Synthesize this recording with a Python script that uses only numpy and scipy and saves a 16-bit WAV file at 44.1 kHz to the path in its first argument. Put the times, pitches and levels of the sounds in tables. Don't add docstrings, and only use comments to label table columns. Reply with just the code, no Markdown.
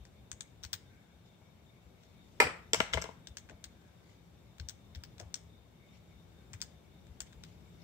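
import sys
import numpy as np
from scipy import signal
from scipy.fft import rfft, irfft, next_fast_len
from scipy.io import wavfile
from scipy.ndimage import uniform_filter1d, map_coordinates

SR = 44100
rng = np.random.default_rng(int(sys.argv[2]) if len(sys.argv) > 2 else 0)


def volts(x):
    e = np.asarray(x, float) / 20
    return 10 ** e


def unload_wav(signal):
    wavfile.write(
        sys.argv[1],
        SR,
        np.round(np.clip(np.atleast_2d(signal).T, -1, 1) * 32767).astype(np.int16),
    )


N = 345303


def unit(x):
    return x / np.sqrt(np.mean(x ** 2) + 1e-20)


def along(points, hz):
    f, v = np.transpose(points)
    return np.interp(np.log(hz + 1), np.log(f + 1), v)


def wobble(rate_hz):
    knots = rng.standard_normal(int(N * rate_hz / SR) + 4)
    return map_coordinates(knots, [np.arange(N) * rate_hz / SR])


def swells(rows):
    t = np.arange(N) / SR
    total = 0
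    for s, db, rise_s, fall_s in rows:
        decay = np.where(t < s, (s - t) / rise_s, (t - s) / fall_s)
        total = total + volts(db - 20 * decay)
    return total


def filtered(x, response):
    m = next_fast_len(N + SR // 2, real=True)
    return irfft(rfft(x, m) * response(np.fft.rfftfreq(m, 1 / SR)), m)[..., :N]


def causal(db):
    cepstrum = irfft(np.log(volts(db)))
    half = len(cepstrum) // 2
    folded = np.r_[cepstrum[0], 2 * cepstrum[1:half], np.zeros(len(cepstrum) - half)]
    return np.exp(rfft(folded))[:len(db)]


def modes(table):
    def response(f):
        total = 0
        for k, (c, w, db) in enumerate(table):
            total = total + (-1) ** k * volts(db) * 1j * f * w / (c * c - f * f + 1j * f * w)
        return total
    return response


def favoured(table, hz):
    lift_db, reach_hz = 6.5, 500
    return [(c, w, db + lift_db * np.exp(-((c - hz) / reach_hz) ** 2)) for c, w, db in table]


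def rings(parts, gains_db):
    span = SR // 8
    half = span // 2
    hz = np.fft.rfftfreq(span, 1 / SR)
    ring = np.array([irfft(modes(part)(hz), span)[:half] for part in parts])
    return volts(gains_db)[:, None] * ring * np.hanning(span)[half:half * 2]


# freq_hz, correlation
ALIKE = [(60, 0.92), (240, 0.73), (950, 0.14), (3770, 0.022), (15000, -0.42)]
# freq_hz, lean_db
LEAN = [(60, 6.5), (240, 2), (950, 3.5), (3770, 4.5), (15000, 1.5)]


def rush(response, patchy_db):
    z = signal.stft(rng.standard_normal((2, N)), nperseg=512)[2]
    field = uniform_filter1d(rng.standard_normal(z.shape[1:]), 6, 0)
    field = uniform_filter1d(field, 10, 1)
    patchy = signal.istft(z * volts(patchy_db * unit(field)), nperseg=512)[1][:, :N]
    m = next_fast_len(N + SR // 2, real=True)
    hz = np.fft.rfftfreq(m, 1 / SR)
    a, b = rfft(patchy, m) * response(hz)
    turn = np.arccos(np.clip(along(ALIKE, hz), -1, 1)) / 2
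    lean = volts(along(LEAN, hz) / 2)
    mid, side = a * np.cos(turn), b * np.sin(turn)
    return unit(irfft(np.array([(mid + side) * lean, (mid - side) / lean]), m)[:, :N])


# freq_hz, t60_s
ROOM = [(250, 0.37), (700, 0.42), (2000, 0.42), (5000, 0.31), (8000, 0.31), (12000, 0.18)]
# delay_s, level_db
WALLS = [(.005, -17), (.010, -19.5), (.013, -15), (.017, -24), (.022, -22.5), (0.03, -29.5)]


def answer(walls_db, tail_db):
    hz, t, z = signal.stft(rng.standard_normal((2, SR // 3)), SR, nperseg=256)
    alike = np.clip(along(ALIKE, hz), 0, 1)[:, None]
    z = np.array([z[0], alike * z[0] + np.sqrt(1 - alike ** 2) * z[1]])
    tail = signal.istft(z * volts(-60 * t / along(ROOM, hz)[:, None]), SR, nperseg=256)[1]
    t = np.arange(tail.shape[1]) / SR
    tail = volts(tail_db) * tail / np.linalg.norm(tail[0]) * (1 - np.exp(-t / 0.0015))
    early = 0
    for s, db in WALLS:
        early = early + volts(db + walls_db) * (t > s) * np.exp(-np.abs(t - s) / 0.0017) / 8
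    return tail + early * rng.standard_normal(tail.shape)


def contacts(blows, shared, lean_db, strike, t60_s, lag_s, walls_db, tail_db):
    blur_s = 0.0083
    t = np.arange(SR // 50) / SR
    chatter = volts(-60 * t / t60_s) + 0.2 * volts(-60 * t / 0.049)
    shared = np.clip(shared, 0, 1)[:, None, None]
    facing = volts(np.outer(lean_db, [.5, -.5]))[..., None]
    out = np.zeros((2, N + SR))
    for s, ring, pan_db in blows:
        scrape = chatter * rng.standard_normal((2, len(t)))
        scrape[:, 0] = strike
        scrape = scrape / np.linalg.norm(scrape, axis=1, keepdims=True)
        drive = shared * scrape[0] + (1 - shared) * scrape
        direct = (signal.fftconvolve(ring[:, None], drive, axes=2) * facing).sum(axis=0)
        direct[0] = np.roll(direct[0], round(lag_s * SR))
        direct = direct * volts(np.array([[pan_db], [-pan_db]]) / 2)
        whole = ring.sum(axis=0)
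        merged = whole * volts(-60 * np.arange(len(whole)) / SR / blur_s)
        merged = merged * np.linalg.norm(whole) / np.linalg.norm(merged)
        echo = signal.fftconvolve(merged[None], answer(walls_db, tail_db), axes=1)
        echo = echo * volts(np.array([[1.5], [-1.5]]))
        start = round((s + .0004) * SR)
        out[:, start:start + direct.shape[1]] += direct
        out[:, start:start + echo.shape[1]] += echo
    return out[:, :N]


# time_s, level_db
BUILDING = [(0.0, -61.5), (0.74, -62), (1.18, -65), (2.3, -61), (3.5, -61), (4.2, -62.5), (5.2, -59),
            (5.65, -63.5), (6.6, -58), (6.8, -61), (7.4, -58.5), (7.83, -57.5)]
# peak_s, level_db
SHAKES = [
    (2.44, -55),
    (2.79, -54),
    (2.97, -53),
]
# freq_hz, density_db
RUMBLE = [(15, -59), (25, -38.5), (40, -16), (65, -3), (124, -4), (144, -10), (172, -1.5), (199, -20),
          (400, -18.5), (520, -33), (880, -120)]
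# freq_hz, density_db
HISS = [(120, -36.5), (200, -1), (284, -11), (617, -12), (1200, -20.5), (2210, -26.5), (2960, -26),
        (3560, -27), (4370, -29.5), (7460, -34), (10000, -37.5), (15000, -32.5), (16500, -43.5)]
# center_hz, width_hz, level_db
FAN = [(2220, 120, -1), (3640, 98, 1), (5770, 200, -12.5), (7540, 260, -12)]
# peak_s, level_db
WHISTLES = [
    (0.94, -70),
    (2.9, -67),
    (3.79, -71.5),
    (6.391, -77),
]


def air():
    building = volts(np.interp(np.arange(N) / SR, *np.transpose(BUILDING), -120, -120))
    shake = building + swells([(s, db, 0.057, 0.15) for s, db in SHAKES])
    rumble = shake * volts(0.7 * wobble(10.0)) * rush(lambda hz: volts(along(RUMBLE, hz)), patchy_db=0.5)
    follow = (shake / volts(-60.5)) ** 0.42
    murmur = follow * volts(-66.0) * rush(lambda hz: volts(along(HISS, hz)), patchy_db=0.5)
    fan = volts(-76.5 + 0.56 * wobble(9.7)) * rush(modes(FAN), patchy_db=3.5)
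    whistle = volts(-87.5) + swells([(s, db, 0.27, 0.56) for s, db in WHISTLES])
    whistle = whistle * volts(-6.5) * rush(modes([(1564, 120, 0)]), patchy_db=1.5)
    return rumble + murmur + fan + whistle


# start_s, peak_db, pitch_hz
THUMPS = [(0.001, -47, 55.9), (0.322, -49.5, 66.6), (0.645, -45.5, 70), (0.739, -51, 99),
          (1.846, -56, 67.7), (2.41, -55.5, 76.1), (2.446, -44.5, 92.86), (2.742, -53, 74.6),
          (2.806, -57.5, 95.8), (2.946, -31.5, 72), (2.987, -46.5, 56), (3.295, -46.5, 67.7),
          (3.527, -48.5, 70.7), (3.654, -53.5, 71), (4.6016, -35.5, 79.5), (4.643, -44, 78),
          (4.9624, -37.5, 75.7), (5.164, -49, 83.23), (5.211, -47, 99), (5.255, -43.5, 75),
          (5.442, -48, 84.6), (6.536, -43, 96.5), (7.095, -47.5, 72.5), (7.214, -51, 68.8),
          (7.364, -48, 66.8)]


def thumps():
    out, t = np.zeros(N + SR), np.arange(SR // 3) / SR
    swell = (t / 0.0074) ** 2 * np.exp(-t / 0.0067)
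    swell = swell + 0.14 * (1 - np.exp(-t / 0.022)) * volts(-60 * t / 0.098)
    neighbours = 0.28 * np.sin(2 * np.pi * 113 * t) + 0.22 * np.sin(2 * np.pi * 57 * t)
    for s, db, hz in THUMPS:
        ring = np.sin(2 * np.pi * hz * t) + neighbours
        out[round(s * SR):][:len(t)] -= volts(db + 5.5) * swell * ring
    return out[:N] * volts(np.array([[2.5], [-2.5]]))


# center_hz, width_hz, level_db
KEY = [(3264, 680, -8), (3700, 610, -3), (4326, 340, -3.5), (4680, 300, -2.5), (5130, 460, -4),
       (5720, 150, -0.5)]
CASE = [(925, 400, -14), (1540, 200, 2), (2210, 1450, -5.5), (2510, 133, 1.5)]
CAP = [(6190, 430, 4.8), (7200, 810, 4.7), (7430, 206, 8.5), (8090, 330, 3.4)]
SNAP = [(12700, 1500, 11), (13600, 350, 1), (15200, 480, 31)]
# start_s, peak_db, case_db, cap_db, mode_hz
DOWNS = [(0.0516, -50.5, -7, -9, 4770), (0.315, -33, -12, -5.5, 6780), (0.6348, -32, -27, -23, 5790),
         (3.271, -35, -18, -12.5, 3360), (3.4891, -60, 7, -13, 3070), (3.496, -50, 3, -9, 6540),
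         (4.5978, -37, -10, -16.5, 4200), (4.9487, -36, -22, -29, 3260), (5.1984, -35.5, -12.5, -9.5, 5580),
         (6.5319, -39.5, -14, -9, 7600), (7.436, -38.5, -11.5, -14.5, 3850)]
# start_s, peak_db, case_db, cap_db, snap_db
UPS = [
    (0.407, -33.5, -11, -3.5, -33),
    (0.7303, -23.5, -16.5, -12, -18.5),
    (3.3695, -31.5, -11.5, -9, -32),
    (3.6403, -37.5, -10.5, -7, -27.5),
    (4.686, -32, -22, -9.5, -28),
    (5.036, -35.5, -13, -17, -26),
    (5.3413, -25, -19.5, -9, -34),
    (6.615, -26, -22, -8.5, -31),
    (7.2038, -29, -11.5, -7.5, -26),
]
UP_MODES_HZ = [3700, 4880, 6520, 3750, 5940, 4770, 5600, 4900, 7590]
# start_s, peak_db, case_db, mode_hz
BOUNCES = [(0.6401, -37.5, -8.5, 5830), (0.6488, -35.5, -10, 4300), (0.7377, -30, -10, 3700),
           (3.3825, -42, -38, 6167), (3.644, -37.5, -13.5, 4300), (4.694, -33.5, -17.5, 5820),
           (4.9573, -46.5, -5, 3520), (5.3602, -44, -19, 5555), (6.537, -43, -3, 6030),
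           (6.6224, -34.5, -9.5, 4730), (7.2167, -46, -12, 5760)]
# start_s, peak_db
TICKS = [(0.0699, -63), (0.3294, -54), (0.4195, -56), (0.6288, -52), (2.034, -59.5), (4.5823, -52),
         (4.704, -50), (5.181, -48.5), (5.194, -52), (6.604, -51), (7.068, -58), (7.3251, -55.5),
         (7.3294, -53.5)]


def keys():
    # start_s, peak_db, case_db, cap_db, snap_db, mode_hz
    rows = [(s, db, case_db, cap_db, -30, hz) for s, db, case_db, cap_db, hz in DOWNS]
    rows += [(*row, hz) for row, hz in zip(UPS, UP_MODES_HZ)]
    rows += [(s, db, case_db, -10.5, -24.5, hz) for s, db, case_db, hz in BOUNCES]
    rows += [(s, db, -6.5, -10, -26, 3700) for s, db in TICKS]
    blows = []
    for s, db, case_db, cap_db, snap_db, hz in sorted(rows):
        parts = (favoured(KEY, hz), CASE, favoured(CAP, hz), SNAP)
        gains_db = db + np.array([14, case_db + 25.5, cap_db + 15.5, snap_db + 4.5])
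        blows.append((s, rings(parts, gains_db), 7.5))
    return contacts(blows, shared=(0.15, 0.21, 0.29, .1), lean_db=(3.7, -3.5, 2.5, -1.2),
                    strike=13, t60_s=0.018, lag_s=.00012, walls_db=5.5, tail_db=-14)


# peak_s, level_db, rise_s, fall_s
SHIFTS = [(0.8, -86, .01, 3.6), (1.265, -76, .026, .042), (2.042, -77, .089, .18), (2.34, -78, .24, 1.5),
          (3.75, -92, .01, 2.8), (4.12, -77, .36, .13), (5.85, -82, .011, .6), (5.96, -71, .07, .063),
          (6.28, -89, .02, 3.5), (7.27, -70, .02, .05), (7.436, -71, .012, .23), (7.82, -72, .12, 3.4)]
# freq_hz, density_db
PAPER = [(1000, -120), (2000, 4), (5000, -1), (7500, -2.5), (9500, -18), (15000, -20), (16500, -120)]


def rustle():
    grain = volts(2.7 * wobble(150))
    return swells(SHIFTS) * grain * rush(lambda hz: volts(along(PAPER, hz)), patchy_db=3.0)


# center_hz, width_hz, level_db
BOOK = [(196, 75, 0.18), (330, 120, 0.092), (483, 155, 1), (670, 260, -3.2)]
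# start_s, peak_db, edge_db
PADS = [
    (1.414, -59.5, -24),
    (3.496, -53, -6),
    (3.514, -55, -25),
    (3.529, -60, -20),
    (5.201, -46, -8),
    (5.209, -61, -20),
    (5.217, -50, -16),
    (7.261, -64, -9),
]


def pads():
    blows = [(s, rings((BOOK, CASE), db + np.array([32, edge_db + 9.0])), 5) for s, db, edge_db in PADS]
    return contacts(blows, shared=(.8, .4), lean_db=(0, 0),
                    strike=2.1, t60_s=0.045, lag_s=.0001, walls_db=7, tail_db=-10.5)


# center_hz, width_hz, level_db
FLAT_BODY = [(1150, 42, -10.5), (1340, 74, -1.5), (1600, 55, -9.5), (1760, 160, -5.5), (2074, 75, 2),
             (2390, 60, 3.5), (2490, 120, -13)]
FLAT_HOLLOW = [(269, 29, 0.5), (360.6, 110, -9.5), (451, 70, 5.5), (615, 47, 0.5), (767, 57, 1),
               (963, 50, 1.5)]
SLAP = [(4730, 460, 3), (5878, 600, -2.5), (7380, 420, 3.5), (10115, 4400, -2), (12500, 1500, 0.5),
        (14790, 1600, -9.5)]
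# center_hz, width_hz, level_db
BODY = [(1151, 44, -8.5), (1390, 92, -2), (1500, 70, -9), (1620, 70, -3.5), (1846, 91, -9), (2060, 61, 3),
        (2335, 84, -4.5), (2550, 300, -13.5)]
HOLLOW = [(198.4, 140, -6.5), (287.2, 160, -5), (447, 43, 4.5), (650, 29.8, 5), (764, 27, -5),
          (962, 110, -0.5)]
CRACK = [(4854, 725, -1), (5530, 710, 5.5), (6575, 970, 0), (7650, 240, 6.5), (9639, 1430, -6),
         (11630, 5200, -9.5), (15380, 1003, -9.5)]
# center_hz, width_hz, level_db
RIM = [(3120, 450, 6.5), (3680, 520, 4), (4300, 720, -6)]
# start_s, peak_db, hollow_db, rim_db, slap_db
LANDING = [
    (2.4004, -9.5, -14, -14.5, -13.5),
    (2.4033, -13.5, -11, -20.5, -2),
    (2.4054, -18.5, -15, -23.5, -10),
    (2.4128, -22.5, -13, -13.5, -5.5),
    (2.4178, -17, -14, -8, -8),
    (2.4228, -17.5, -11, -18.5, -13),
    (2.4405, -29, -12, -19.5, -12),
    (2.467, -26, -12, -25.5, -22),
]
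# start_s, peak_db, hollow_db, rim_db, crack_db
TUMBLE = [(2.7326, -21.5, -9, 3, 9), (2.7436, -20, -10.5, -12, 1), (2.8025, -15.5, -10.5, -7.5, -8.5),
          (2.9284, -40, -31.5, -3, 1), (2.9342, -22.5, -21.5, -2, -4.5), (2.9398, -27, -9.5, -0.5, 1.5),
          (2.9454, -41, 3, -10, -4), (2.9724, -26.5, -8, -20, -24), (2.9795, -39, 1, -19, -12),
          (3.0158, -41, -9, -17, 9.5), (3.021, -33.5, -24, -9, 4.5), (3.0403, -35.5, -7, -2, -3),
          (3.0552, -49, 8.5, -12, -22.5), (3.0894, -58, 13, -18, -21), (3.1104, -68, 9.5, -16, -17)]


def knocks():
    land_pan_db, roll_db_per_s = 1, 9.5
    land_s = min(LANDING)[0]
    blows = []
    for rows, body, hollow, edge in ((LANDING, FLAT_BODY, FLAT_HOLLOW, SLAP), (TUMBLE, BODY, HOLLOW, CRACK)):
        for s, db, hollow_db, rim_db, edge_db in rows:
            gains_db = db + np.array([25, hollow_db + 31, rim_db + 16.0, edge_db + 11.0])
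            pan_db = land_pan_db + roll_db_per_s * (s - land_s)
            blows.append((s, rings((body, hollow, RIM, edge), gains_db), pan_db))
    return contacts(blows, shared=(0.49, 0.71, 0.2, 0.062), lean_db=(-0.5, 1.5, 4.0, -1.5),
                    strike=7.3, t60_s=0.013, lag_s=.00017, walls_db=-2, tail_db=-10.5)


# freq_hz, gain_db
PORTS = [(20, 10), (8800, 6), (9800, -3), (10600, -11.5), (12000, -5), (13500, -0.5), (20000, 2.5)]


def scene():
    hits = filtered(keys() + pads() + knocks(), lambda hz: causal(along(PORTS, hz)))
    return air() + thumps() + hits + rustle()


def low_pass(x):
    return signal.sosfilt(signal.butter(12, 16830, fs=SR, output="sos"), x)


# freq_hz, gain_db
BAND = [(10, -57.5), (30, -5.5), (40, -16.5), (48, 1.5), (15700, 2.5), (16000, -24.5), (16800, -32),
        (17200, -71.5)]


def record(dry):
    mix = filtered(dry, lambda hz: volts(along(BAND, hz)))
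    return low_pass(mix)


dry = scene()
out = record(dry)
unload_wav(out)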